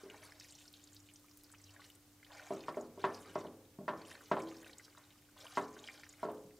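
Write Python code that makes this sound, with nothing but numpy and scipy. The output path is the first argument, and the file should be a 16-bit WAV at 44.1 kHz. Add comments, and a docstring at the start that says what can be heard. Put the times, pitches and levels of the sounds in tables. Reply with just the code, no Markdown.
"""Pasta in thick cream sauce is lifted, dropped and stirred in a deep pan in a home kitchen.
Air pockets burst as short ringing tones, singly or massed into a squelch; sauce films tick, a tool rubs.
Knocks of the tools ring the food-damped pan as a set of decaying modes with a noisy rattle.
The microphone hears the pan in the middle, without room echo; an appliance hums in sine tones
under a faint stereo hiss of filtered noise."""
import sys
import numpy as np
from scipy import signal
from scipy.io import wavfile

SR = 44100
rng = np.random.default_rng(int(sys.argv[2]) if len(sys.argv) > 2 else 0)


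def magnitude_from_level(level_db):
    """Linear magnitude for a level in decibels (20 dB per decade)."""
    exponent = np.asarray(level_db, float) / 20
    return 10 ** exponent


def master(y):
    """Save y as 16-bit WAV."""
    cut = np.clip(np.atleast_2d(y).T, -1, 1)
    pcm = np.round(cut * 32767)  # scale
    wavfile.write(sys.argv[1], SR, pcm.astype(np.int16))


N = 290619


def rms_one(x):
    """Scaled to rms 1."""
    return x / np.sqrt(np.mean(x ** 2) + 1e-20)


def at_hz(points, hz):
    """A (frequency [Hz], value) table read on a log frequency axis."""
    table_hz, values = np.transpose(points)
    return np.interp(np.log(hz), np.log(table_hz), values)


def drift(rate_hz):
    """Slow random wander of rms 1, from twice-smoothed noise at one value per 40 samples."""
    r = np.exp(-80 * np.pi * rate_hz / SR)
    noise = rng.standard_normal(N // 40 + 2002)
    slow = signal.lfilter([1], [1, -2 * r, r * r], noise)[2000:]   # the filter has settled
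    return np.interp(np.arange(N) / 40, np.arange(len(slow)), rms_one(slow))


def band_pass(x, low_hz, high_hz):
    """Keeps the sound between two frequencies."""
    return signal.sosfilt(signal.butter(2, [low_hz, high_hz], "band", fs=SR, output="sos"), x)


def high_pass(x, low_hz):
    """Keeps the sound above a frequency."""
    return signal.sosfilt(signal.butter(2, low_hz, "high", fs=SR, output="sos"), x)


def ring(clicks, hz, t60):
    """A resonance: a unit click sets a sine of height about 1 ringing, 60 dB down after t60 seconds."""
    r, w = magnitude_from_level(-60 / (t60 * SR)), 2 * np.pi * hz / SR
    return signal.lfilter([0, np.sin(w)], [1, -2 * r * np.cos(w), r * r], clicks + 1e-18)


def dying_noise(clicks, low_hz, high_hz, t60):
    """Every click starts a band of noise that dies away, 60 dB down after t60 seconds."""
    envelope = signal.lfilter([1], [1, -magnitude_from_level(-60 / (t60 * SR))], clicks + 1e-18)
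    noise = band_pass(envelope * rng.standard_normal(N), low_hz, high_hz)
    return noise * np.sqrt(SR / 2 / (high_hz - low_hz))   # level independent of bandwidth


def hiss():
    """Half-octave bands of noise, each wavering slightly; the two sides share the bass most."""
    # spectrum of the hiss: (frequency [Hz], relative density [dB per Hz])
    spectrum = [(25, -1), (50, -5.5), (100, 1), (180, -7), (350, -7), (700, -13.5), (1400, -16),
                (2800, -19), (5600, -18.5), (9000, -17.5), (13000, -25), (16000, -18.5)]
    # stereo width of the hiss: (frequency [Hz], side minus mid [dB])
    side_share = [(60, -20), (300, -12), (1000, -7.5), (3000, -3.5), (7500, -3), (9000, -11), (14000, -9.5)]
    level_db, waver_db = -67.5, 0.4
    out, edges = 0, 25 * 2 ** np.arange(0, 9.6, .5)
    white = rng.standard_normal((2, 2, N))   # alternate bands use separate noise
    for k, (low, high) in enumerate(zip(edges, edges[1:])):
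        mid, side = band_pass(white[k % 2], low, high)
        hz = np.sqrt(low * high)
        both = mid + magnitude_from_level(at_hz(side_share, hz)) * side * [[1], [-1]]
        out = out + magnitude_from_level(at_hz(spectrum, hz) + waver_db * drift(13.0)) * both
    return magnitude_from_level(level_db) * rms_one(out)


def hum():
    """The appliance: a nearly steady motor tone, and a low hum of uneven level under it."""
    # the low hum's level: (time [s], level [dB rms])
    low_levels = [(0.0, -77), (0.22, -69), (0.62, -84), (0.99, -67), (1.27, -81), (1.72, -64.5),
                  (1.78, -74), (2.88, -75), (3.01, -66), (4.2, -77), (4.37, -65), (4.68, -76.5),
                  (6.52, -74), (6.59, -100)]
    motor_hz, low_hz, motor_db, waver_db = 295.4, 99.5, -70, 1
    t = np.arange(N) / SR
    s, low_db = np.transpose(low_levels)
    low = magnitude_from_level(np.interp(t, s, low_db)) * np.sin(2 * np.pi * low_hz * t + 0.34 * drift(5.5))
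    motor = np.sin(2 * np.pi * motor_hz * t + 0.074 * drift(3.8))   # its phase wanders a little
    motor = magnitude_from_level(motor_db + waver_db * drift(1.0)) * motor
    return np.sqrt(2) * (low + motor)   # rms to peak


def stir():
    """Fine and deep stirring levels in dB: each stroke rises, holds and settles; strokes add."""
    # strokes of the tools through the pasta: (full level from [s], hold [s], fine crackle [dB],
    # deep squelch over it [dB], settling [dB/s])
    strokes = [(0.0, 0.026, -70.5, 1, 122), (0.114, 0.12, -68, 2.5, 67), (0.25, 0.38, -68, -14, 17.5),
               (1.473, 0.11, -81, -2, 60), (1.71, 0.14, -73, -2.5, 101), (2.319, 0.14, -66.5, 5, 100),
               (2.52, 0.24, -69.5, 0, 161), (2.996, 0.41, -65.5, 0, 196), (4, 0.18, -66, 1, 61),
               (4.367, 0.31, -68.5, -3, 76), (4.798, 0.25, -78.5, 0.5, 51), (5.406, 0.12, -64.5, -1, 102),
               (5.555, 0.03, -67.5, -11, 90), (5.758, 0.26, -68, -1, 88), (6.192, 0.049, -71, -1, 87)]
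    attack_db_per_s, at_rest_db = 341, -95.5
    now = np.arange(0, N, 32) / SR
    fine, deep = magnitude_from_level(at_rest_db), magnitude_from_level(at_rest_db)
    for s, hold_s, db, deep_db, settle in strokes:
        rising = (now - s) * attack_db_per_s
        settling = (s + hold_s - now) * settle
        gain = magnitude_from_level(db + np.minimum(0, np.minimum(rising, settling)))
        fine, deep = fine + gain, deep + gain * magnitude_from_level(deep_db)
    return [np.interp(np.arange(N) / SR, now, 20 * np.log10(level)) for level in (fine, deep)]


def squelch(level_db, low_hz, high_hz, per_s, cycles, uneven_db, clump_db, top_loss_db):
    """Countless small pockets burst in clumps; ringing twice over gives each a soft start and a clear pitch."""
    colour_shift_db, colour_shift_hz = 2.5, 14   # pocket sizes come and go as the pasta moves
    sizes = magnitude_from_level(uneven_db * np.minimum(rng.exponential(1, N), 4)) * rng.choice([-1, 1], N)
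    born = rng.random(N) < per_s * magnitude_from_level(clump_db * drift(20)) / SR
    pitch_index, at = rng.integers(0, 32, N), np.flatnonzero(born)
    favoured = [magnitude_from_level(colour_shift_db * drift(colour_shift_hz)) for _ in range(4)]   # four size classes
    out = 0
    for k, hz in enumerate(np.geomspace(low_hz, high_hz, 32)):
        mine, clicks = at[pitch_index[at] == k], np.zeros(N)
        clicks[mine] = sizes[mine] * favoured[k // 8][mine] * magnitude_from_level(-top_loss_db * (k / 31) ** 4)
        t60 = cycles / hz
        out = out + hz ** 1.76 * ring(ring(clicks, hz, t60), hz, t60)
    return magnitude_from_level(level_db) * rms_one(out)


def rub(deep_db):
    """The tool slides through the sauce: an uneven swish of mid-band noise following the deep squelch."""
    under_squelch_db, unevenness_db = -6, 3.2
    swish = rms_one(band_pass(rng.standard_normal(N), 565, 3000))
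    return magnitude_from_level(deep_db + under_squelch_db + unevenness_db * drift(32)) * swish


def knocks():
    """Each row drives all pan modes through a soft contact that rebounds once; a rattle dies behind it."""
    # blows on the pan and renewed swells of its ringing; each favours one pitch region:
    # (time [s], drive level [dB], favoured pitch [Hz], fall below it [dB/octave], fall above it [dB/octave])
    drives = np.array([(0.034, -43, 396, 23, 23), (0.0593, -47, 397, 19, 15), (2.505, -32.5, 620, 8.5, 17),
                       (2.52, -36.5, 400, 9.3, 11), (2.682, -35, 1300, 4.1, 12),
                       (2.769, -34.5, 610, 5.9, 13), (2.781, -42.5, 387, 10, 8), (2.844, -60, 397, 12, 25),
                       (2.975, -42, 420, 9.4, 12), (3.04, -30, 1080, 3.8, 0), (3.048, -34, 1030, 8.3, 6),
                       (3.284, -49.5, 330, 9.4, 11), (3.355, -30.5, 584, 4.8, 6.5),
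                       (3.446, -39.5, 543, 7.2, 11), (3.786, -40, 188, 3.5, 8),
                       (3.806, -45.5, 550, 6.3, 26), (3.879, -34, 1010, 3, -2),
                       (3.887, -39.5, 970, 4.2, -1), (3.934, -44.5, 960, 1.9, 15),
                       (4.313, -24, 600, 7, 7.5), (4.316, -29, 1360, 34, 13), (4.367, -34.5, 1350, 4, 26),
                       (4.4267, -28, 326, 68, 90), (4.975, -56.5, 1300, 9.1, -2),
                       (5.5715, -29.5, 990, 3.3, 1.5), (5.5795, -35.5, 990, 12, 9),
                       (5.762, -47.5, 437, 37, 25), (6.229, -31.5, 660, 7.2, 13.5),
                       (6.232, -38.5, 1330, 16, 32), (6.25, -34.5, 440, 15, 10.5),
                       (6.285, -36.5, 654, 9, 13), (6.2994, -35.5, 427, 86, 90), (6.448, -55, 200, 6.7, 18)])
    # modes of the pan, damped by the food: (frequency [Hz], level [dB], t60 [s])
    pan_modes = [(157, -8, 0.32), (194.8, -5, 0.18), (239.7, -15.5, 0.86), (284.7, -14, 0.54),
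                 (326.3, -14.5, 0.65), (389.2, -3, 0.24), (423.4, -15, 0.9), (452, -15.5, 0.19),
                 (482, -27, 0.22), (537, -21, 0.91), (604.2, -3, 0.16), (653, -11.5, 0.12),
                 (681.4, -1.5, 0.13), (809, -11.5, 0.081), (870, -17, 0.093), (984.5, 1.5, 0.074),
                 (972.5, -9, 0.16), (1018, -13.5, 0.46), (1086, 0.5, 0.12), (1140, -19.5, 0.63),
                 (1195, -13, 0.086), (1376, -2, 0.076), (1335, -10.5, 0.2), (1618, -4, 0.06),
                 (1680, -18, 0.23), (1820, 1, 0.079), (1774, -15, 0.35), (2002, -22, 0.091),
                 (2054, -2.5, 0.11), (2593, -1, 0.09)]
    # rattle bands of the pan, one value a band: (centre [Hz])
    rattle_hz = [190, 390, 620, 1000, 1500]
    # and in the same order: (level [dB])
    rattle_levels = [-17, -21.5, -17, -12.5, -9]
    # and their decay: (t60 [s])
    rattle_t60 = [0.66, 1, 0.49, 0.39, 0.23]
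    scatter_db = 2.5
    contact_s, rebound_s, rebound_gain = 0.00069, 0.00698, 0.07
    smack_db, smack_t60 = -10, 0.11
    s, drive_db, favoured_hz, fall_below, fall_above = drives.T
    at = np.round(s * SR).astype(int)

    def colour(hz):
        """Drive of every row at one frequency, in dB."""
        slope = np.where(hz < favoured_hz, fall_below, fall_above)
        return drive_db - np.abs(np.log2(hz / favoured_hz)) * slope

    def push(centre_s):
        """Soft contact: a bell-shaped push."""
        t = np.arange(1024) / SR
        return np.exp(-((t - centre_s) / contact_s * 4) ** 2) / (contact_s * SR / 2)

    scatter = rng.normal(0, scatter_db, (len(drives), len(pan_modes)))
    out, clicks = np.zeros(N), np.zeros(N)
    for k, (hz, level_db, t60) in enumerate(pan_modes):
        sign = (-1) ** ((k + 1) // 4)   # nodal lines flip some modes
        clicks[at] = magnitude_from_level(colour(hz) + level_db + scatter[:, k]) * sign
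        out += ring(clicks, hz, t60)
    for hz, rattle_db, t60 in zip(rattle_hz, rattle_levels, rattle_t60):
        clicks[at] = magnitude_from_level(colour(hz) + rattle_db)
        out += dying_noise(clicks, hz / 1.77, hz * 1.37, t60)
    out = signal.fftconvolve(out, push(contact_s) + rebound_gain * push(rebound_s))[:N]
    out = high_pass(out, 110)
    # sauce smacks at the blow, driven more weakly than the top rattle band
    return out + dying_noise(clicks * magnitude_from_level(smack_db), 1600, 3720, smack_t60)


def stray_pops(fine_db):
    """Rows of further pockets at random moments and pitches, rather louder when the stirring is."""
    per_s, spread_db, low_hz, high_hz = 12, 2, 1300, 9060
    level_db, follows = -55.5, 0.29   # level at a -63 dB stroke; share of its swing
    when, pitch, size = rng.random((200, 3)).T
    s = np.cumsum(-np.log(1 - when)) / per_s
    stroke_db = np.interp(s * SR, np.arange(N), fine_db)
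    db = level_db + spread_db * (2 * size - 1) + follows * (stroke_db + 63.0)
    rows = zip(s, db, low_hz * (high_hz / low_hz) ** pitch)
    return [row for row in rows if row[0] * SR < N]


def pops(stray_rows):
    """A pocket swells open and rings some cycles, rising in pitch; the tearing film adds a puff of noise."""
    # single air pockets bursting, loud and soft: (time [s], level [dB], pitch [Hz])
    single_rows = [(0.0992, -42, 2670), (0.142, -40.5, 890), (0.1445, -45, 1720), (0.29, -55, 1100),
                   (0.2304, -41.5, 1790), (0.263, -55, 5000), (0.321, -45, 1890), (0.399, -41.5, 5260),
                   (0.4456, -47.5, 2200), (0.508, -46.5, 7470), (0.5516, -46, 5800), (0.589, -54, 3040),
                   (0.679, -47, 5300), (0.409, -47, 2270), (0.523, -47, 7450), (0.6118, -52.5, 2770),
                   (0.6542, -51, 4400), (0.764, -58, 6550), (0.8248, -63, 6750), (0.8737, -50.5, 4660),
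                   (1.0019, -53, 6000), (1.098, -52, 2860), (1.1376, -51.5, 8460), (1.3122, -53, 5240),
                   (1.389, -59, 7310), (1.409, -59, 4080), (1.616, -54, 7640), (4.017, -49, 4330),
                   (4.05, -48.5, 2810), (4.208, -45, 1500), (4.258, -51, 4880), (5.996, -48, 6000),
                   (6.104, -56, 3900), (6.127, -50, 6570), (5.93, -53, 4870), (0.7385, -43.5, 3560),
                   (0.839, -48, 7100), (0.9308, -51, 7200), (0.965, -47, 4500), (1.088, -48.5, 2740),
                   (1.1587, -48.5, 5960), (1.4426, -50, 4860), (1.5156, -50, 7900), (1.243, -54, 1110),
                   (1.5, -54, 1500), (1.5247, -47.5, 7540), (1.706, -51, 5230), (1.7377, -55, 7500),
                   (1.8036, -54, 4150), (1.862, -51.5, 7050), (1.538, -45, 1300), (1.547, -47.5, 2460),
                   (1.583, -53, 5730), (1.6397, -49.5, 5860), (1.6931, -52, 2900), (1.7634, -45, 1680),
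                   (1.795, -42.5, 1100), (1.8178, -49.5, 1850), (1.8442, -52, 4220), (1.9006, -51, 3000),
                   (1.953, -53, 8200), (2.2288, -46, 1930), (2.247, -45, 3350), (2.265, -53, 2000),
                   (2.308, -44.5, 925), (2.468, -41, 700), (2.3952, -42, 1740), (2.4658, -47.5, 1780),
                   (2.5351, -51, 6900), (2.606, -46, 4300), (2.6374, -44.5, 2620), (2.7444, -45.5, 1900),
                   (2.811, -49, 6800), (3.0031, -48.5, 3060), (3.1454, -42.5, 5130), (3.468, -46, 3000),
                   (4.114, -41, 1810), (4.152, -40.5, 1660), (4.334, -38, 1500), (4.4024, -44, 2170),
                   (4.4194, -47, 6200), (4.486, -46, 4300), (4.5137, -44.5, 2080), (4.567, -50.5, 5000),
                   (4.629, -46, 1800), (4.664, -43, 1910), (4.6452, -46.5, 2700), (4.6946, -43, 1840),
                   (4.7315, -44.5, 4030), (4.783, -44.5, 7040), (4.7964, -44.5, 1820),
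                   (4.8489, -45.5, 5000), (4.88, -53, 1500), (4.949, -51.5, 1300), (4.981, -51, 7150),
                   (4.972, -55, 3700), (5.038, -56, 3880), (5.105, -52, 3300), (5.112, -57, 2410),
                   (5.155, -55, 1300), (5.222, -60, 2000), (5.287, -55, 1500), (5.411, -46, 3680),
                   (5.365, -48, 985), (5.378, -49.5, 3530), (5.454, -42, 1010), (5.4668, -44, 2980),
                   (5.5222, -47, 4350), (5.5586, -58, 1960), (5.766, -42, 1490), (5.7907, -50, 3600),
                   (5.8405, -40.5, 3200), (5.875, -39, 2880), (5.8863, -36, 1980), (5.897, -42, 2170),
                   (5.9963, -49, 1730), (6.0342, -40.5, 1890), (5.68, -48.5, 5430), (5.9494, -49, 2270),
                   (5.9765, -48.5, 3600), (6.065, -49.5, 1610), (6.0911, -45, 6900), (6.137, -48.5, 1990),
                   (6.1954, -52, 2030), (6.507, -53, 1970)]
    cycles_at_3_khz, pitch_power = 11, 0.77   # small, high pockets ring for more cycles
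    pitch_rise, open_cycles = 0.051, 1.0
    tear_db, tear_s, tear_spread = -8, 0.0037, 1.217   # spread: band edge over pitch
    rows = single_rows + stray_rows
    out, t = np.zeros(N + 2048), np.arange(2048) / SR
    noise = rng.standard_normal((len(rows), 2048))
    for (s, db, hz), puff in zip(rows, noise):
        cycles = cycles_at_3_khz * (hz / 3000) ** pitch_power
        life = t * hz / max(cycles, 2)
        opening = 1 - np.exp(-t * hz / open_cycles)
        glide = 1 + pitch_rise * (np.minimum(life, 1) - .5)
        tone = np.sin(2 * np.pi * hz * t * glide) * magnitude_from_level(-25 * life)
        tear = rms_one(band_pass(puff, hz / tear_spread, min(hz * tear_spread, 16000)))
        tear = tear * magnitude_from_level(tear_db) * np.exp(-t / tear_s)
        start = round(s * SR)
        out[start:start + 2048] += magnitude_from_level(db) * opening * (tone + tear)
    return out[:N]


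def snaps(fine_db):
    """Films of sauce part with thin, pitchless ticks; the random ones are louder while the pasta moves."""
    # the sharpest films parting: (time [s], click level before filter and lift [dB])
    sharp_ticks = [(0.729, -45.5), (0.9472, -46), (1.197, -53), (1.373, -42.5), (1.4361, -44.5),
                   (1.9015, -48), (4.213, -50), (4.283, -50), (4.6294, -48), (4.6818, -54), (4.781, -53),
                   (5.3882, -53), (5.473, -59), (6.317, -47.5)]
    per_s, spread_db = 32, 3.5
    level_db, follows = -54.5, 0.17   # base level at a -73 dB stroke; share of its swing
    born = rng.random(N) < per_s / SR
    spread = spread_db * np.minimum(rng.exponential(1, N), 3)
    sizes = magnitude_from_level(level_db + spread + follows * (fine_db + 73))
    s, tick_db = np.transpose(sharp_ticks)
    sharp = np.full(N, 1e-18)
    sharp[np.round(s * SR).astype(int)] = magnitude_from_level(tick_db)
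    return high_pass(born * sizes + 1e-18, 1500) + 3.5 * high_pass(sharp, 8000)


def bowl(x, size=2048):
    """Dense short echoes from the pan wall; their pattern changes as the sound moves from spot to spot."""
    echo_t60_s, echo_db = 0.042, -3.5
    t, out = np.arange(4096) / SR, x.copy()
    spot = rng.integers(0, 5, N // size + 2)   # one of five spots every `size` samples
    for k, noise in enumerate(rng.standard_normal((5, 4096))):
        tail = noise * magnitude_from_level(-60 * t / echo_t60_s) * (t > .001)
        here = np.sqrt(np.interp(np.arange(N) / size, np.arange(len(spot)), spot == k))
        out += magnitude_from_level(echo_db) * signal.oaconvolve(x * here, tail / np.linalg.norm(tail))[:N]
    return out


def scene():
    """Wet sounds echo in the pan; knocks, hum and hiss join them."""
    fine_db, deep_db = stir()
    deep = squelch(deep_db, low_hz=450, high_hz=2500, per_s=2000, cycles=10,
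                   uneven_db=3.5, clump_db=3, top_loss_db=2)
    fine = squelch(fine_db, low_hz=2800, high_hz=12500, per_s=1300, cycles=13,
                   uneven_db=4, clump_db=5, top_loss_db=15)
    wet = pops(stray_pops(fine_db)) + snaps(fine_db) + deep + fine + rub(deep_db)
    return bowl(wet) + knocks() + hum() + hiss()


def low_pass(x):
    """Removes everything above the highest recorded frequency."""
    return signal.sosfilt(signal.butter(12, 16460, fs=SR, output="sos"), x)


def record(dry):
    """The microphone's top is cut steeply near 16 kHz."""
    cut = signal.sosfilt(signal.cheby2(12, 50, 16300, fs=SR, output="sos"), dry)   # 50 dB down at 16300 Hz
    return low_pass(cut)


dry = scene()
out = record(dry)
master(out)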